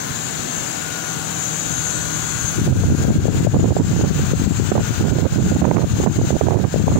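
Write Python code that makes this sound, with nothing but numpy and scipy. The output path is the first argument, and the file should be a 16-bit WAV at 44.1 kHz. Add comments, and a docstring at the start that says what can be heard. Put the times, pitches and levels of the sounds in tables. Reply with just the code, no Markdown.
"""The outdoor unit of an air conditioner runs steadily while a two-port hand-held microphone walks up to its fan.
Casing hiss and a whine band are filtered noise; compressor orders, fan tones and whistle are fading sines.
In the outflow, eddies buffet each port on its own: a frozen noise pattern is swept past at the air's speed.
A gain control ducks the machine under the gusts."""
import sys
import numpy as np
from scipy import signal
from scipy.fft import rfft, irfft, next_fast_len
from scipy.io import wavfile
from scipy.ndimage import uniform_filter1d, map_coordinates

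SR = 44100
rng = np.random.default_rng(int(sys.argv[2]) if len(sys.argv) > 2 else 0)


def master(y):
    """Save y as 16-bit WAV."""
    cut = np.clip(np.atleast_2d(y).T, -1, 1)
    pcm = np.round(cut * 32767)  # scale
    wavfile.write(sys.argv[1], SR, pcm.astype(np.int16))


def boost(x):
    """Linear amplitude factor 10**(x/20) for a level x in decibels (scalar or array-like)."""
    u = np.asarray(x, float) / 20
    return 10 ** u


N = 308259  # length [samples]


def evened(x):
    """Normalization: divides a signal by its root-mean-square value."""
    return x / np.sqrt(np.mean(x ** 2) + 1e-20)


def read(points, hz):
    """Spectral interpolation: reads a table against the logarithm of frequency."""
    f, value = np.transpose(points)
    return np.interp(np.log(hz + 1), np.log(f + 1), value)


def curves(rows):
    """Envelope interpolation: turns each column of a timed table into one value a sample."""
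    s, *columns = np.transpose(rows)
    return [np.interp(np.arange(N) / SR, s, column) for column in columns]


def wander(low_hz, top_hz):
    """Superposition: log-spaced sines of random phase add up to a slow fluctuation of rms 1."""
    t = np.arange(0, N + 64, 64) / SR
    slow = sum(np.sin(2 * np.pi * (f * t + rng.random())) for f in np.geomspace(low_hz, top_hz, num=24))
    return np.interp(np.arange(N) / SR, t, evened(slow))


def low_cut(x):
    """High-pass response: the ports lose the deep bass."""
    return signal.sosfilt(signal.butter(4, 92.3, "high", fs=SR, output="sos"), x)


def patchy_noise(gain, patchy_db):
    """Partial coherence: two noises share a part at each frequency, under drifting spectral patches."""
    # likeness of the ports apart from the lag: (frequency [Hz], coherence [0-1])
    alike = [(60, 0), (300, 1), (800, 0.4), (1500, 0), (4000, 0.52), (15000, 0.3)]
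    frames, hz = N // 512 + 5, np.fft.rfftfreq(2048, 1 / SR)
    a, b, c, d, patches = rng.standard_normal((frames, 1025, 5)).T
    patches = uniform_filter1d(patches, size=8, axis=0)  # along frequency
    patches = evened(uniform_filter1d(patches, size=20, axis=1))  # along time
    same = np.clip(read(alike, hz), 0, 1)[:, None]
    left, other = a + 1j * b, c + 1j * d
    spectra = np.array([left, same * left + np.sqrt(1 - same ** 2) * other])
    spectra *= gain(hz)[:, None] * boost(patchy_db * patches)
    return evened(signal.istft(spectra, nperseg=2048, noverlap=1536)[1][:, :N])


def unit():
    """Diffraction and path delay: the machine is shaded at the right port and late at the left."""
    # the right port faces away from the unit: (frequency [Hz], attenuation at the right port [dB])
    shade = [(60, 17), (200, 2.5), (700, 2.5), (1300, 7), (2400, 11.5), (5500, 13.5), (6800, 16),
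             (8400, 34), (9600, 3), (11500, 3), (14000, -6), (15700, 10)]
    lag_s = 0.000755
    size = next_fast_len(N)
    hz = np.fft.rfftfreq(size, 1 / SR)
    ports = np.array([np.exp(-2j * np.pi * hz * lag_s), boost(-read(shade, hz))])
    machine = casing_hiss() + whine() + tones()
    return low_cut(irfft(rfft(machine, size) * ports, size)[:, :N])


def casing_hiss():
    """Broadband flow noise: airflow and casing hiss, its top dulling as the ports turn to the grille."""
    # relative spectrum of the hiss: (frequency [Hz], spectral density [dB])
    hiss_shape = [(60, -4), (150, -3), (300, -9), (600, -12), (1050, -14), (1500, -11), (2000, -16),
                  (4300, -17), (5600, -21), (9300, -24), (12400, -28), (13800, -45), (14900, -23),
                  (15700, -25)]
    # gain of the top band: (time [s], gain [dB])
    dulling = [(0, -1), (2.5, 0.5), (3.6, -5.5), (6.99, -5)]
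    hiss = boost(-25) * patchy_noise(lambda hz: boost(read(hiss_shape, hz)), patchy_db=1.0)
    band = signal.butter(2, [9000, 13800], "band", fs=SR, output="sos")
    top = signal.sosfiltfilt(band, hiss)
    return hiss + top * (boost(curves(dulling)[0]) - 1)


def whine():
    """Band-limited noise: the compressor drive hisses in a cluster of spectral humps."""
    # humps of the whine ahead of its gain curve: (centre [Hz], width [Hz], rms level [dB])
    hump_rows = [(6167, 230, -34.5), (6420, 26, -35), (6620, 510, -32), (6926, 48, -35.5), (7180, 460, -29),
                 (7425, 610, -34.5)]
    # the whine is loudest at the corner of the unit: (time [s], gain [dB])
    whine_gain = [(0, -2), (2.0, 3), (3.2, -3), (6.99, -3)]

    def humps(hz):
        power = sum(boost(2 * db) / w / (1 + (2 * (hz - f) / w) ** 4) for f, w, db in hump_rows)
        return np.sqrt(power)

    total = np.sqrt(sum(boost(2 * db) for f, w, db in hump_rows))
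    return total * patchy_noise(humps, patchy_db=3.5) * boost(curves(whine_gain)[0])


def tones():
    """Harmonic orders of rotation: compressor shaft orders, the fan's tones and its drive's whistle."""
    # compressor orders, ahead of crests and fades: (multiple of the shaft rate [1], rms level [dB])
    orders = [(4, -47), (6, -51), (9, -45), (10, -49), (11, -54), (13, -54), (17, -52), (19, -45),
              (20, -48), (21, -45), (23, -51), (36, -54), (37, -55), (40, -53), (42, -54), (44, -54),
              (47, -57), (50, -57), (55, -56), (73, -53), (79, -45), (82, -49), (85, -42), (97, -46)]
    # fan blade-pass tones, ahead of the approach gain and fades: (frequency [Hz], rms level [dB])
    fan_tones = [(80, -41), (119, -36), (160, -33), (200, -44)]
    # growth of the fan's tones on the way to the grille: (time [s], gain [dB])
    fan_near = [(0, -5), (.9, -6.5), (1.3, 0.5), (2.5, 1.5), (6.99, 2)]
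    # the fan drive's thin top whistle: (frequency [Hz], ..)
    whistle_hz = (14891, 14998, 15104)
    # each whistle line ahead of fades, clearer in front of the grille: (time [s], rms level [dB])
    whistle = [(0, -66), (3.6, -62), (4.2, -54), (5.5, -55), (6.99, -60)]
    shaft_hz = 76.01
    tremor = np.array([wander(0.306, 9) for port in range(2)])
    whistle_db = curves(whistle)[0]
    near_db = curves(fan_near)[0]
    out = sum(tone(k * shaft_hz, order_db(k, db), 1.5, tremor) for k, db in orders)
    out += sum(tone(hz, whistle_db, 3, tremor) for hz in whistle_hz)
    return out + sum(tone(hz, db + near_db, 1.8, tremor) for hz, db in fan_tones)


def order_db(k, db):
    """Standing waves beside the wall: an order swells as the listener walks through a crest."""
    # crests, added by power: (shaft multiple [1], time [s], 1/e half-width [s], rms level [dB])
    crest_rows = [(9, .45, .35, -41), (23, .45, .5, -42), (19, 1.0, .22, -36), (10, 1.1, .45, -44),
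                  (4, 1.9, .9, -41), (50, 1.75, .15, -44), (55, 2.0, .3, -47), (19, 2.9, .3, -39),
                  (9, 2.0, .35, -42), (19, 2.05, .35, -35), (44, 2.1, .3, -39), (21, 2.25, .35, -40),
                  (23, 2.15, .25, -46), (21, 3.1, .25, -38), (19, 5.0, .2, -36), (19, 5.5, .12, -39)]
    t = np.arange(N) / SR
    crests = sum(boost(2 * top_db) * np.exp(-((t - s) / width) ** 2)
                 for at, s, width, top_db in crest_rows if at == k)
    return 10 * np.log10(boost(2 * db) + crests)


def tone(hz, db, fade_db, tremor):
    """Amplitude and phase modulation: a sine fades at each port; hand tremor shakes high tones' phase most."""
    cycles = hz * np.arange(N) / SR + rng.random((2, 1))
    phase = 2 * np.pi * cycles + min(hz / 2500, .75) * tremor
    # the right port is 3.5 dB weaker
    fades_db = np.array([db - 3.5 * port + fade_db * wander(0.168, 6) for port in range(2)])
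    return boost(fades_db) * np.sqrt(2) * np.sin(phase)


def buffet(port, breeze_db, eddy_m=0.011, gusty=.4, lumpy_db=4.0):
    """Frozen turbulence: an eddy pattern is swept past the port, so quicker air sounds brighter."""
    level_db, speed, gusting = air(port, breeze_db)
    surge, lull_db, swings = bursts(port, level_db, speed, gusting)
    gust = 1.8 * np.tanh(wander(8, 110) / 1.6)
    metres = np.cumsum(speed * np.exp(gusty * gust + .5 * surge)) / SR
    step_m = .0004
    count = int(metres[-1] / step_m) + 9
    per_m = np.fft.rfftfreq(count, step_m) + 0.00075
    # big eddies are strong, those under the smallest size are smoothed away
    sizes = per_m ** -.6 / (1 + (per_m * eddy_m) ** 2.46)
    pattern = irfft(rfft(rng.standard_normal(count)) * sizes, count)
    swept = low_cut(map_coordinates(pattern, [metres / step_m], order=3))
    # divide out the running rms, then set the level anew
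    steady = swept / np.sqrt(uniform_filter1d(swept ** 2, size=5000) + 1e-20)
    lumps = evened(boost(lumpy_db * (0.16 * gust + 0.88 * wander(5, 35))))
    return boost(level_db + lull_db) * steady * lumps + .7 * low_cut(swings)


def air(port, breeze_db):
    """Power addition: gusts add to a restless breeze, and the air speed is their power-weighted mean."""
    # gusts of outflow that sweep one port:
    # (start [s], time from start to fall [s], port, level [dB], air speed ahead of fluctuation [m/s])
    gust_rows = [(.09, .05, "right", -35, 1.0), (0.232, 0.16, "right", -35, 1.13),
                 (0.573, 0.048, "right", -33, 1.0), (1.65, 0.15, "left", -30, 1.23),
                 (2.14, 0.081, "left", -29, 1.03), (2.659, 0.097, "right", -4, 1.99),
                 (2.779, 0.17, "left", -9, 1.75), (2.84, 0.094, "right", -6, 1.59),
                 (2.998, 0.3, "left", -8, 2.3), (3.079, 0.082, "right", -8, 1.4),
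                 (3.389, .27, "left", -5.5, 1.94), (3.53, 0.28, "right", -5, 3.55),
                 (3.78, 0.082, "left", -7, 1.41), (3.899, 0.17, "right", -9.5, 3.03),
                 (4.3, 0.33, "left", -11, 1.495), (4.698, 0.1, "right", -6, 4.9),
                 (4.998, 0.26, "right", -7, 3.53), (5.31, .28, "right", -8, 2.9),
                 (5.42, 0.23, "left", -13.5, 1.63), (5.608, .22, "right", -2, 4.77),
                 (5.831, .16, "left", -12, 1.8), (5.928, .04, "right", -5.5, 2.2),
                 (6.0, 0.077, "right", -3, 4.6), (6.08, 0.19, "left", -11.5, 2.23),
                 (6.172, .06, "right", -6.5, 2.48), (6.301, 0.058, "right", -5, 3.07),
                 (6.408, .26, "right", -3, 4.2), (6.73, 0.23, "left", -7.5, 2.2),
                 (6.856, .13, "right", -9.5, 4.86)]
    rise_s, fall_s = .015, .03
    t = np.arange(N) / SR
    breeze = boost(2 * (breeze_db + 1.21 * wander(2.5, 9)))
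    # 1.8 m/s at -15 dB and 0.14 m/s more for each dB, at least 0.5 m/s
    breeze_speed = np.maximum(1.8 + 0.14 * (breeze_db + 15), .5)
    gusts, moved = np.zeros(N), breeze * breeze_speed
    for s, length, at_port, db, speed in gust_rows:
        if at_port == port:
            ramp = np.minimum((t - s) / rise_s, (s + length - t) / fall_s + 1).clip(0, 1)
            power = boost(2 * db) * ramp ** 2
            gusts = gusts + power
            moved = moved + power * speed
    return 10 * np.log10(breeze + gusts), moved / (breeze + gusts), gusts > breeze


def bursts(port, level_db, speed, gusting):
    """Impulsive pressure: each knock is a surge of air speed, a level change ahead and one pressure swing."""
    # the sharpest knocks of air; the swing is later scaled and low-cut, a positive change is a swell:
    # (time [s], port, relative swing level [dB], relative level change just before [dB])
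    pops = [(3.051, "left", -2, -4), (3.254, "left", 7, -1), (3.281, "left", 6, 0), (3.47, "left", 6, -4.5),
            (3.537, "right", 1, -1), (3.641, "right", 4.5, -5), (3.722, "right", 5.5, 1),
            (3.766, "right", 9, -6), (4.039, "right", 6.5, -3), (4.335, "left", 3.5, -2.5),
            (4.717, "right", 10.5, -5), (4.778, "right", 5, -7), (5.185, "right", 2.5, -2.5),
            (5.25, "right", -3, 2), (5.517, "right", 3, -4), (5.618, "right", 5.5, -6),
            (5.651, "right", 12, 1.5), (5.712, "right", 14, 1), (5.769, "right", 2.5, -1.5),
            (5.818, "right", -3, -0.5), (6.0, "right", 5, -11), (6.062, "right", 12.5, -11),
            (6.305, "right", 4, 1), (6.365, "right", 5, 2.5), (6.411, "right", 14, -13),
            (6.484, "right", 12, -4), (6.507, "right", 7, 3.5), (6.544, "right", 7.5, 1),
            (6.641, "right", 7.5, -2), (6.741, "left", 6, -5.5), (6.76, "left", 5, -0.5),
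            (6.88, "right", 9.5, -3)]
    knocks_per_s, knock_over_db = 4, 5  # small random knocks inside gusts
    surge, lull_db, swings = np.zeros(N), np.zeros(N), np.zeros(N)
    t = np.arange(N) / SR
    small = np.flatnonzero((rng.random(N) < knocks_per_s / SR) & gusting & (t < t[-2300]))
    knocks = pops + [(t[i], port, level_db[i] + knock_over_db, 0) for i in small]
    chance = rng.random((200, 2))
    for (s, at_port, db, before_db), (pitch, side) in zip(knocks, chance):
        if at_port == port:
            centre = round(s * SR)
            near = slice(centre - 2200, centre + 2200)
            u = t[near] - s
            surge[near] += (u > -.002) * np.exp(-abs(u) / .008)
            # a 42 ms trapezoid with a plateau of 1.11 times before_db
            lull_db[near] += before_db * np.minimum(-u - .002, u + 0.0444).clip(0, .004) / 0.0036
            # quicker air makes a shorter swing
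            turns = (u - .0015) * (300 + 90 * pitch) * speed[centre] ** .33
            swing = np.cos(2 * np.pi * turns) * np.exp(-(turns / 0.49) ** 2)
            swings[near] += boost(db) * np.sign(side - .5) * swing
    return surge, lull_db, swings


def scene():
    """Superposition: the unit's sound adds to the air's pressure on each port."""
    # the breeze, weak beside the unit, strong in the outflow, ahead of its restless fluctuation:
    # (time [s], left level [dB], right level [dB])
    breeze = [(0.0, -46, -46), (1.4, -48, -44), (2.0, -38, -35), (2.5, -27.5, -31), (2.58, -13, -18),
              (3.3, -12, -15), (4.2, -15, -16), (4.8, -14, -26), (5.15, -21, -16), (5.9, -18, -17),
              (6.65, -23.5, -17), (6.99, -18, -16.5)]
    left_db, right_db = curves(breeze)
    return unit() + np.array([buffet("left", left_db), buffet("right", right_db)])


def low_pass(x):
    """Removes everything above the highest recorded frequency."""
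    return signal.sosfilt(signal.butter(12, 17070, fs=SR, output="sos"), x)


def record(dry):
    """Dynamic compression: linked gain follows the louder port; a soft ceiling and a low-pass follow."""
    louder = uniform_filter1d(dry ** 2, size=1000, axis=1).max(0)
    power_db = 10 * np.log10(louder.clip(1e-12))
    # the detector rises with the power and falls by at most 176 dB/s
    fall = np.arange(N) * 176.0 / SR
    held_db = np.maximum.accumulate(power_db + fall) - fall
    over_db = np.maximum(held_db + 15.5, 0)  # excess over -15.5 dB
    ducked = dry / boost(0.72 * uniform_filter1d(over_db, size=500))
    ceiling = .86
    limited = ducked / (1 + (ducked / ceiling) ** 6) ** (1 / 6)
    edge = signal.firwin(801, 15780, window=("kaiser", 9), fs=SR)  # low-pass edge [Hz]
    mix = signal.oaconvolve(limited, edge[None], "same")
    return low_pass(mix)


dry = scene()
out = record(dry)
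master(out)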